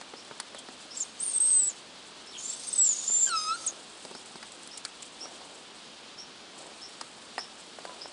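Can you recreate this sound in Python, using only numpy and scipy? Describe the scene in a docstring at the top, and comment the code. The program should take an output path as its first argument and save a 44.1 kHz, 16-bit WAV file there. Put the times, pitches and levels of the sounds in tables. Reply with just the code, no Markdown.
"""Outdoors, a hand-held microphone close to a puppy in dry straw under low bushes.
Coloured noise gives a soft hiss and rush; damped tones and noise bursts give knocks and straw crackles.
Far birds chirp in sliding tones. From about one second thin nose whistles beat, fray and break over air noise.
After three seconds they drop into a voiced whine of harmonics, with dull rustles from here on.
Knocks, straw and chirps carry on to the end, where a faint distant tone sounds once."""
import sys
import numpy as np
from scipy import signal
from scipy.fft import rfft, irfft
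from scipy.io import wavfile
from scipy.ndimage import uniform_filter1d

SR = 44100
rng = np.random.default_rng(int(sys.argv[2]) if len(sys.argv) > 2 else 0)


def int16_out(signal):
    """Quantize to a 16-bit WAV file."""
    q = np.round(np.clip(np.atleast_2d(signal).T, -1, 1) * 32767)
    wavfile.write(sys.argv[1], SR, q.astype(np.int16))


N = 358091
TIME = np.arange(N) / SR


def from_db(db):
    """Decibels to gain."""
    return 10 ** (np.asarray(db) / 20)


def rms_one(x):
    """Scale to unit rms."""
    return x / np.sqrt(np.mean(x ** 2) + 1e-20)


def read(rows, t):
    """Each column of a curve at the times t."""
    s, *columns = np.transpose(rows)
    return [np.interp(t, s, column) for column in columns]


def add(out, s, sound):
    """Mix a sound in from time s."""
    i = max(0, int(s * SR))
    out[i:i + len(sound)] += sound[:max(0, N - i)]


def lowpass(x, order, cutoff_hz):
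    """Causal low-pass."""
    return signal.sosfilt(signal.butter(order, cutoff_hz, fs=SR, output="sos"), x)


def band(x, low_hz, high_hz):
    """Causal band-pass."""
    edges_hz = [low_hz, min(high_hz, .45 * SR)]
    return signal.sosfilt(signal.butter(2, edges_hz, "band", fs=SR, output="sos"), x)


def wander(rate_hz, size):
    """Smooth random drift of about unit spread, no faster than the rate."""
    slow = lowpass(rng.standard_normal(size + SR), 2, rate_hz)
    return rms_one(slow[SR // 2:])[-size:]   # the filter's start-up is dropped


def noise(spectrum, size):
    """Noise of a given colour, rms 1, falling away below its first frequency."""
    hz, db = np.transpose(spectrum)
    f = np.maximum(np.fft.rfftfreq(size, 1 / SR), 1)
    gain = from_db(np.interp(np.log(f), np.log(hz), db))
    gain = gain * np.minimum(f / hz[0], 1) ** 2
    return rms_one(irfft(rfft(rng.standard_normal(size)) * gain, size))


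def turn(hz):
    """Running phase of a moving frequency."""
    return 2 * np.pi * np.cumsum(hz) / SR


def gate(t, edge_s):
    """Opens at the start of t and shuts at its end."""
    return np.clip(np.minimum(t - t[0], t[-1] - t) / edge_s, 0, 1)


def soften(x, length_s):
    """Round the corners of a control."""
    return uniform_filter1d(x, max(1, int(length_s * SR)), mode="nearest")


def haze(phase, width_hz):
    """A narrow band of noise that follows a moving tone; as strong as a unit sine."""
    in_step = wander(width_hz / 2, len(phase)) * np.sin(phase)
    quarter_off = wander(width_hz / 2, len(phase)) * np.cos(phase)
    return (in_step + quarter_off) / np.sqrt(2)


# Colour of the open air around the microphone. Each row: frequency in Hz, relative density in dB per Hz.
OUTDOOR_COLOUR = [(55, -16.5), (100, -18), (135, -11.5), (230, -4), (1190, -7.5), (1990, -10.5), (3240, -1),
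                  (4670, -2.5), (5600, -7.5), (10200, -16.5), (13300, -59)]


def outdoors(split_hz=2200, rush_db=-52.5, hiss_db=-52):
    """A low distant rush and the slightly flickering hiss of leaves, split from one coloured noise."""
    air = noise(OUTDOOR_COLOUR, N)
    low = signal.sosfiltfilt(signal.butter(3, split_hz, fs=SR, output="sos"), air)
    flicker_db = .8 * wander(12, N)
    rush = rms_one(low) * from_db(rush_db)
    hiss = rms_one(air - low) * from_db(hiss_db + flicker_db)
    return rush + hiss


# Colour of dry straw, close by. Each row: frequency in Hz, relative density in dB per Hz.
STRAW_COLOUR = [(1500, -18.5), (4500, -4.5), (6000, -6.5), (8000, 4), (10000, -5.5)]
# Fine crackle of straw around the puppy. Each row: time in seconds, level in dB.
STIRRING_LEVEL = [(.65, -59), (.8, -54), (2.15, -60), (2.3, -53), (5.05, -54), (5.6, -56), (6.4, -70),
                  (6.6, -55), (8.1, -56.5)]


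def stirring_straw(grain_db=3, spurt_db=3):
    """Fine stalks crackle in small spurts as the puppy shifts about: noise of grainy level."""
    level_db, = read(STIRRING_LEVEL, TIME)
    ragged_db = grain_db * wander(500, N) + spurt_db * wander(22, N)
    return from_db(level_db) * rms_one(noise(STRAW_COLOUR, N) * from_db(ragged_db))


# Knocks of twigs and fingers close to the microphone. Each row: start in seconds, body peak in dB,
# body pitch in Hz, crack peak in dB, looseness from 0 to 1.
KNOCK_EVENTS = [(0.013, -30.5, 900, -28.5, 1), (0.1365, -30, 460, -68, 0.6), (0.311, -28.5, 525, -54, 0.86),
                (0.4, -25, 1480, -18.5, 1), (0.547, -31.5, 666, -32.5, 0.65),
                (0.6863, -33.5, 432, -36, 0.9), (3.097, -33.5, 400, -42, 0.95),
                (4.0505, -32, 435, -26, 0.7), (4.112, -35.5, 402, -40, 0.37),
                (4.15, -34.5, 390, -32.5, 0.63), (4.356, -32.5, 385, -32, 0.75),
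                (4.428, -31.5, 1490, -29, 0.8), (4.8502, -29.5, 1500, -18, 1), (5.256, -33, 620, -42, 0.4),
                (7.0115, -28.5, 1250, -24.5, 0.1), (7.0146, -29.5, 766, -45, 0.75),
                (7.3801, -19, 850, -29, 0.53), (7.3828, -28, 900, -30.5, 0.53),
                (7.7864, -32.5, 706, -43, 0.4), (7.852, -27.5, 720, -32, 0.35),
                (7.894, -31.5, 676, -50, 0.4), (8.057, -32, 746, -46, 0.34)]
# Colour of a twig's crack. Each row: frequency in Hz, relative density in dB per Hz.
TWIG_COLOUR = [(2800, -12), (4700, 5.5), (6000, -7.5), (8000, -3), (10000, -6.5)]
# the duller and looser a knock, the more it thumps the microphone housing
THUMP_HZ, THUMP_S, THUMP_SHARE, SOFT_BODY_HZ = 255, 0.0085, 0.4, 420
THUMP_BAND_HZ = 140, 410


def knocks(cycles=1.0, grit=0.67, tail_s=0.0092, tail_share=0.38, crack_s=0.0038):
    """A blow swings a heavily damped body about once and rattles if it is loose, under a bright crack."""
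    out, t = np.zeros(N), np.arange(SR // 20) / SR
    thump = band(np.sin(2 * np.pi * THUMP_HZ * t) * np.exp(-t / THUMP_S), *THUMP_BAND_HZ)
    for s, body_db, hz, crack_db, loose in KNOCK_EVENTS:
        rattle = loose * rms_one(band(rng.standard_normal(len(t)), .5 * hz, 3 * hz))
        swing = (np.sin(2 * np.pi * hz * t) + grit * rattle) * np.exp(-t * hz / cycles)
        rattling_tail = tail_share * rattle * np.exp(-t / tail_s)
        body = band(swing + rattling_tail, .5 * hz, 2170)
        body = body / np.abs(body).max() + THUMP_SHARE * loose * (SOFT_BODY_HZ / hz) ** 2 * thump
        crack = noise(TWIG_COLOUR, len(t)) * np.exp(-t / crack_s)
        add(out, s, from_db(body_db) * body / np.abs(body).max())
        add(out, s, from_db(crack_db) * crack / np.abs(crack).max())
    return out


# A far bird's rising chirps. Each row: start in seconds, level in dB, turning pitch in Hz.
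RISING_CHIRPS = [(.165, -52, 5450), (.904, -45.5, 5500), (2.27, -49.5, 5490), (4.14, -51.5, 5400),
                 (4.71, -48.5, 5480), (5.206, -42.5, 5660), (6.178, -46, 5580), (6.816, -45.5, 5540),
                 (7.385, -42.5, 5500), (8.01, -47, 5320)]
# A second bird's lower, falling chirps. Each row: start in seconds, level in dB, turning pitch in Hz.
FALLING_CHIRPS = [(.535, -51.5, 3330), (2.316, -46, 3080)]
# chirps are ragged in pitch and level, and scatter briefly
CHIRP_TRILL_HZ, CHIRP_GRAIN_DB, SCATTER_S = 150, 4, .03


def bird(chirps, slide_hz, length_s, arch, swell_db, echo_share=0.81):
    """Short slurs slide to a turning pitch and bend back, smeared by scattering among the trees."""
    out, t = np.zeros(N), np.arange(0, length_s, 1 / SR)
    tail, progress = np.arange(SR // 6) / SR, t / length_s
    for s, db, turning_hz in chirps:
        hz = turning_hz - slide_hz * (1 - np.sin(arch * progress))
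        hz = hz + CHIRP_TRILL_HZ * wander(356, len(t))
        level_db = db + swell_db * (progress - .5) + CHIRP_GRAIN_DB * wander(200, len(t))
        call = from_db(level_db) * np.sin(turn(hz)) * gate(t, 0.003)
        scatter = rng.standard_normal(len(tail)) * np.exp(-tail / SCATTER_S)
        add(out, s, call)
        add(out, s, echo_share * signal.fftconvolve(call, scatter / np.linalg.norm(scatter)))
    return out


# Dry straw crushed underfoot, close by. Each row: start in seconds, peak in dB, rise in seconds.
CRACKLE_EVENTS = [(0.583, -28, 0.0049), (4.2583, -26.5, 0.0011), (4.518, -32, 0.0022),
                  (4.674, -26, 0.00088), (4.773, -23, 0.003), (5.022, -25, 0.0035), (6.575, -34.5, 0.009)]


def crackles(grain_db=4):
    """Several stalks give way within a few milliseconds: a ragged noise burst that rises and dies."""
    out, t = np.zeros(N), np.arange(SR // 16) / SR
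    for s, db, rise_s in CRACKLE_EVENTS:
        grain = from_db(grain_db * wander(1100, len(t)))
        burst = noise(STRAW_COLOUR, len(t)) * grain * t * np.exp(-t / rise_s)
        add(out, s, from_db(db) * burst / np.abs(burst).max())
    return out


SQUEAK_EDGE_DB = 8.5   # a squeak starts and ends this far under its peak
SQUEAK_FLUTTER = 0.17   # added flutter of a squeak, which is too brief to settle


def squeak(s, length_s, first_hz, last_hz, db, peak_share):
    """A straight slide that swells to its peak and fades, as points of (s, Hz, dB)."""
    shares = (0, np.clip(peak_share, .02, .98), 1)
    drops_db = (SQUEAK_EDGE_DB, 0, SQUEAK_EDGE_DB)
    return [(s + share * length_s, first_hz + share * (last_hz - first_hz), db - drop)
            for share, drop in zip(shares, drops_db)]


# flutter (0-1) of a held whistle; it grows when the pitch slides and when the jet is weak
FLUTTER_HELD, FLUTTER_SLIDING, SLIDE_HZ_PER_S = 0.28, 0.31, 6600
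FLUTTER_PER_DB, FIRM_JET_DB = 0.06, -22.5


def unsteadiness(hz, db):
    """Flutter of the jet from the speed of its slide and from its weakness."""
    slide = np.abs(np.gradient(soften(hz, 0.02))) * SR
    from_slide = FLUTTER_SLIDING * np.tanh(slide / SLIDE_HZ_PER_S)
    from_weakness = FLUTTER_PER_DB * (FIRM_JET_DB - db)
    return np.clip(FLUTTER_HELD + from_slide + from_weakness, 0, 1)


# a jet weaker than about this level frays; the weakest gives up twice FRAY_SHARE of its power
FRAY_DB, FRAY_RANGE_DB, FRAY_SHARE = -33.5, 0.5, 0.37


def fray(tone, phase, db):
    """A weak jet loses its clean tone to a ragged band with wide skirts; its swing limits itself."""
    share = np.clip(FRAY_SHARE / (0.5 + np.exp((db - FRAY_DB) / FRAY_RANGE_DB)), 0, 1)
    ragged = .9 * haze(phase, 160) + .44 * haze(phase, 1100)
    jet = np.sqrt(1 - share) * tone + np.sqrt(share) * ragged
    return rms_one(jet / (soften(jet ** 2, .001) + .1) ** .2)


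# The two long nose whistles, close to the microphone. Each row of a whistle: time in seconds,
# pitch in Hz, level in dB.
LONG_WHISTLES = [
    [(1.2, 8000, -37.5), (1.237, 8950, -31.5), (1.32, 8540, -35), (1.335, 8460, -29), (1.406, 8255, -22.5),
     (1.48, 8300, -24.5), (1.575, 8180, -20.5), (1.635, 7890, -26.5), (1.694, 7840, -28)],
    [(2.727, 8260, -29), (2.783, 8080, -27.5), (2.792, 7860, -19.5), (2.85, 7580, -23), (2.89, 7090, -24),
     (2.915, 6930, -25.5), (2.945, 6890, -35), (3.055, 6880, -38), (3.085, 7110, -28.5), (3.178, 7230, -25),
     (3.195, 7480, -27), (3.212, 7240, -24.5), (3.238, 7370, -22), (3.26, 7330, -27.5), (3.296, 7200, -34)],
]
# Short squeaks and faint side whistles. Each row: start in seconds, length in seconds, first pitch in Hz,
# last pitch in Hz, peak in dB, moment of the peak as a share of the length.
SHORT_SQUEAKS = [(0.952, 0.082, 5330, 5450, -48, .6), (0.965, 0.031, 7600, 7520, -36.5, .3),
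                 (.999, 0.037, 7500, 6570, -26, 0.2), (1.692, 0.029, 7340, 6930, -34.5, .15),
                 (2.376, 0.18, 6750, 7780, -36.5, 0.72), (2.667, 0.031, 8500, 8520, -34, 0.59),
                 (2.819, .09, 5500, 5600, -42, 0.3), (3.267, 0.055, 5600, 5500, -49, .4),
                 (3.663, 0.017, 9070, 6600, -23.5, 0.31), (3.673, 0.038, 6560, 6580, -30.5, 0.11)]
# Moments when the whistle loses its grip. Each row: start in seconds, length in seconds.
WHISTLE_BREAKS = [(1.324, 0.0069), (1.384, 0.018), (1.5, 0.0033), (2.419, 0.0049), (2.469, 0.0055),
                  (2.517, .008), (2.742, 0.016), (2.77, 0.0079), (2.883, 0.0057), (3.102, 0.0049),
                  (3.251, 0.0026)]


def whistles(jitter_hz=105, beat_hz=240, beat_spread_hz=70, beat_depth=0.91, wobble_db=5, break_db=-24):
    """An air jet sings in the nose; unsteady, it beats between nearby tones, and at set moments it breaks."""
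    out = np.zeros(N)
    voices = [(rows, 0) for rows in LONG_WHISTLES]
    voices += [(squeak(*row), SQUEAK_FLUTTER) for row in SHORT_SQUEAKS]
    for rows, unsettled in voices:
        t = np.arange(rows[0][0], rows[-1][0], 1 / SR)
        hz, db = read(rows, t)
        flutter = np.clip(unsteadiness(hz, db) + unsettled, 0, 1)
        phase = turn(soften(hz, 0.0048) + jitter_hz * flutter ** 2 * wander(250, len(t)))
        beat = turn(beat_hz + beat_spread_hz * wander(24.4, len(t)))
        # side tones come in spells, between which they are silent
        above, below = (beat_depth * flutter * np.tanh(np.maximum(wander(25, len(t)) + .5, 0))
                        for side in range(2))
        ripple = .3 * flutter * wander(450, len(t))
        tone = (1 + ripple) * np.sin(phase)
        tone += above * np.sin(phase + beat) + below * np.sin(phase - beat)
        tone /= np.sqrt((1 + above ** 2 + below ** 2 + ripple ** 2) / 2)   # even power
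        level_db = db + wobble_db * flutter * np.tanh(wander(83, len(t)))
        add(out, t[0], fray(tone, phase, db) * from_db(level_db) * gate(t, 0.0013))
    broken = sum((TIME > s) & (TIME < s + length) for s, length in WHISTLE_BREAKS)
    return out * soften(soften(from_db(break_db * broken), .001), .001)


# the voiced whine: its pitch sags to its lowest point and climbs back
WHINE_START_S, WHINE_LOWEST_S, WHINE_END_S = 3.266, 3.426, 3.567
WHINE_FIRST_HZ, WHINE_LOWEST_HZ, WHINE_LAST_HZ, SAG_POWER = 1632, 1257, 1473, 2.6
# Pushes of air through the nose. Each row: start in seconds, end in seconds, level in dB.
AIR_PUSHES = [(0.958, 1.025, -45), (1.203, 1.68, -44), (2.398, 2.57, -42.5), (2.6, 3.07, -39.5),
              (3.076, 3.554, -40.5), (3.567, 3.67, -42.5)]
PUSH_ATTACK_S, PUSH_RELEASE_S, PUSH_SAG_DB = 0.019, 0.064, 1   # a push is weaker at its two ends
VOICED_AIR_DB = -4   # during the whine, closed folds let less air through


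def airflow():
    """Each push rises, arches gently and dies away."""
    flow = 0
    for start, end, db in AIR_PUSHES:
        off_centre = np.clip(2 * (TIME - start) / (end - start) - 1, -1, 1)
        attack = np.maximum(start - TIME, 0) / PUSH_ATTACK_S
        release = np.maximum(TIME - end, 0) / PUSH_RELEASE_S
        push = np.exp(-attack - release) * from_db(db - PUSH_SAG_DB * off_centre ** 2)
        flow = np.maximum(flow, push)
    voiced = (TIME > WHINE_START_S) & (TIME < WHINE_END_S)
    return flow * soften(from_db(VOICED_AIR_DB * voiced), .02)


# Colour of the breath at the nose. Each row: frequency in Hz, relative density in dB per Hz.
BREATH_COLOUR = [(1500, -26), (2500, -13.5), (4200, -2.5), (7300, -3), (10000, -6.5)]
# Resonances of the nasal passages. Each row: centre in Hz, width in Hz, level in dB against the broad air.
NASAL_RESONANCES = [(3620, 150, -14), (4680, 130, -13), (5400, 200, -12), (6380, 180, -9), (8330, 220, -9)]


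def nose_air(swell_db=4.5, gust_db=1, drift=.014):
    """Turbulent air drives the whimper; each nasal resonance drifts, swells and fades in it on its own."""
    air = noise(BREATH_COLOUR, N)
    for hz, width, db in NASAL_RESONANCES:
        ringing = np.sqrt(2) * haze(turn(hz * (1 + drift * wander(3, N))), width)
        air = air + from_db(db + swell_db * np.tanh(wander(8.5, N))) * ringing
    return rms_one(air) * airflow() * from_db(gust_db * wander(25, N))


# Soft rustles of the puppy and the hand in the leaves. Each row: start in seconds, length in seconds,
# level in dB of the dull brushing before it ebbs.
RUSTLE_EVENTS = [(3.262, .045, -47.5), (3.571, 0.34, -54.5), (5.189, 0.47, -53.5), (6.538, 0.25, -52),
                 (7.855, 0.36, -54)]


def rustles(low_hz=300, high_hz=950, grain_db=3, attack_s=0.024, crisp_db=-8):
    """Dull grainy brushing with a little crisp straw on top; it rises quickly and ebbs."""
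    out = np.zeros(N)
    for s, length, db in RUSTLE_EVENTS:
        t = np.arange(0, length, 1 / SR)
        brush = rms_one(band(rng.standard_normal(len(t)), low_hz, high_hz))
        brush = brush + from_db(crisp_db) * noise(STRAW_COLOUR, len(t))
        swell = np.minimum(t / attack_s, 1) * np.sqrt(1 - t / length)
        add(out, s, brush * swell * from_db(db + grain_db * wander(60, len(t))))
    return out


# Resonances of the muzzle. Each row: centre in Hz, width in Hz, relative gain in dB.
MUZZLE_RESONANCES = [(2613, 88, 0.5), (3150, 360, -1), (4195, 630, 3), (5084, 320, 6.5), (6360, 280, -1),
                     (7700, 380, -7), (8470, 520, 3)]
THROAT_HZ, THROAT_WIDTH_HZ = 1323, 75   # the fundamental blooms as it slides through this resonance
HOLLOW_DEPTH, HOLLOW_WIDTH_HZ = 0.57, 6   # the fundamental thins out at the very bottom of the sag
WHINE_JITTER, WHINE_SHIMMER, WHINE_FLUTTER_DB = .0035, .24, 2.4   # once settled
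WHINE_TIRING_DB_PER_S = 3   # the overtones fade as the whine goes on, this fast times their number
CATCH_JITTER, CATCH_S = 0.029, 0.041   # the vocal folds are rough until they settle
LET_GO_S = 0.016   # the folds turn rough and fade as they part


def whine(waver=0.0073, valley_db=-20, fundamental_db=-42, bloom_db=-29, overtones_db=-43):
    """The vocal folds join in: a wavering tone whose overtones flutter and slide through the muzzle."""
    t = np.arange(WHINE_START_S, WHINE_END_S, 1 / SR)
    away = np.interp(t, [WHINE_START_S, WHINE_LOWEST_S, WHINE_END_S], [1, 0, 1])
    rim_hz = np.where(t < WHINE_LOWEST_S, WHINE_FIRST_HZ, WHINE_LAST_HZ)
    hz = WHINE_LOWEST_HZ + (rim_hz - WHINE_LOWEST_HZ) * away ** SAG_POWER
    hz = hz * (1 + waver * away * wander(49, len(t)))
    parting = np.exp((t - t[-1]) / LET_GO_S)
    rough = WHINE_JITTER + CATCH_JITTER * (np.exp(-(t - t[0]) / CATCH_S) + parting)
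    phase = turn(hz * (1 + rough * wander(150, len(t))))
    overtones = 0
    for k in range(2, 9):
        peaks = sum(from_db(db) / (1 + ((k * hz - centre) / width * np.sqrt(2)) ** 2) ** 2
                    for centre, width, db in MUZZLE_RESONANCES)
        tiring_db = WHINE_TIRING_DB_PER_S * k * (t - WHINE_LOWEST_S)
        gain = (from_db(valley_db) + peaks) * from_db(WHINE_FLUTTER_DB * wander(47, len(t)) - tiring_db)
        overtones = overtones + gain * (np.sin(k * phase) + WHINE_SHIMMER * haze(k * phase, 300))
    bloom = from_db(bloom_db) / (1 + (2 * (hz - THROAT_HZ) / THROAT_WIDTH_HZ) ** 2)
    hollow = 1 - HOLLOW_DEPTH * np.exp(-((hz - WHINE_LOWEST_HZ) / HOLLOW_WIDTH_HZ) ** 2)
    fundamental = (from_db(fundamental_db) + bloom) * hollow
    fundamental = fundamental * from_db(.5 * WHINE_FLUTTER_DB * wander(72, len(t))) * np.sin(phase)
    voice = fundamental + from_db(overtones_db) * overtones
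    out = np.zeros(N)
    add(out, t[0], np.sqrt(2) * voice * (1 - .5 * parting) * gate(t, 0.0024))
    return out


def far_tone(start_s=7.86, end_s=7.945, hz=995, level_db=-48):
    """A faint thin tone, slightly unsteady in pitch, sounds briefly in the distance."""
    out, t = np.zeros(N), np.arange(start_s, end_s, 1 / SR)
    tone = np.sin(turn(hz + 12 * wander(40, len(t))))
    add(out, start_s, from_db(level_db) * tone * gate(t, 0.0085))
    return out


def thicket(x, t60_s=.85, wet_db=-15.5, dull_hz=2200):
    """Trunks and leaves send back a faint dull tail: decaying noise convolved with the sound."""
    t = np.arange(SR) / SR
    tail = rng.standard_normal(SR) * from_db(-60 * t / t60_s)
    tail = lowpass(tail / np.linalg.norm(tail), 2, dull_hz)
    return x + from_db(wet_db) * signal.fftconvolve(x, tail)[:N]


def scene():
    """The puppy, knocks and straw near the microphone; birds, a tone and hiss beyond."""
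    puppy = whistles() + whine() + nose_air()
    near = puppy + knocks() + crackles() + stirring_straw() + rustles()
    birds = bird(RISING_CHIRPS, slide_hz=400, length_s=0.053, arch=2.3, swell_db=-7)
    birds += bird(FALLING_CHIRPS, slide_hz=-1500, length_s=.062, arch=1.9, swell_db=15)
    return (thicket(near) + birds + far_tone() + outdoors())[None]


CUTOFF_HZ = 10200


def record(dry):
    """A steep elliptic low-pass cuts the top."""
    return signal.sosfilt(signal.ellip(12, .1, 80, CUTOFF_HZ, fs=SR, output="sos"), dry)


dry = scene()
out = record(dry)
int16_out(out)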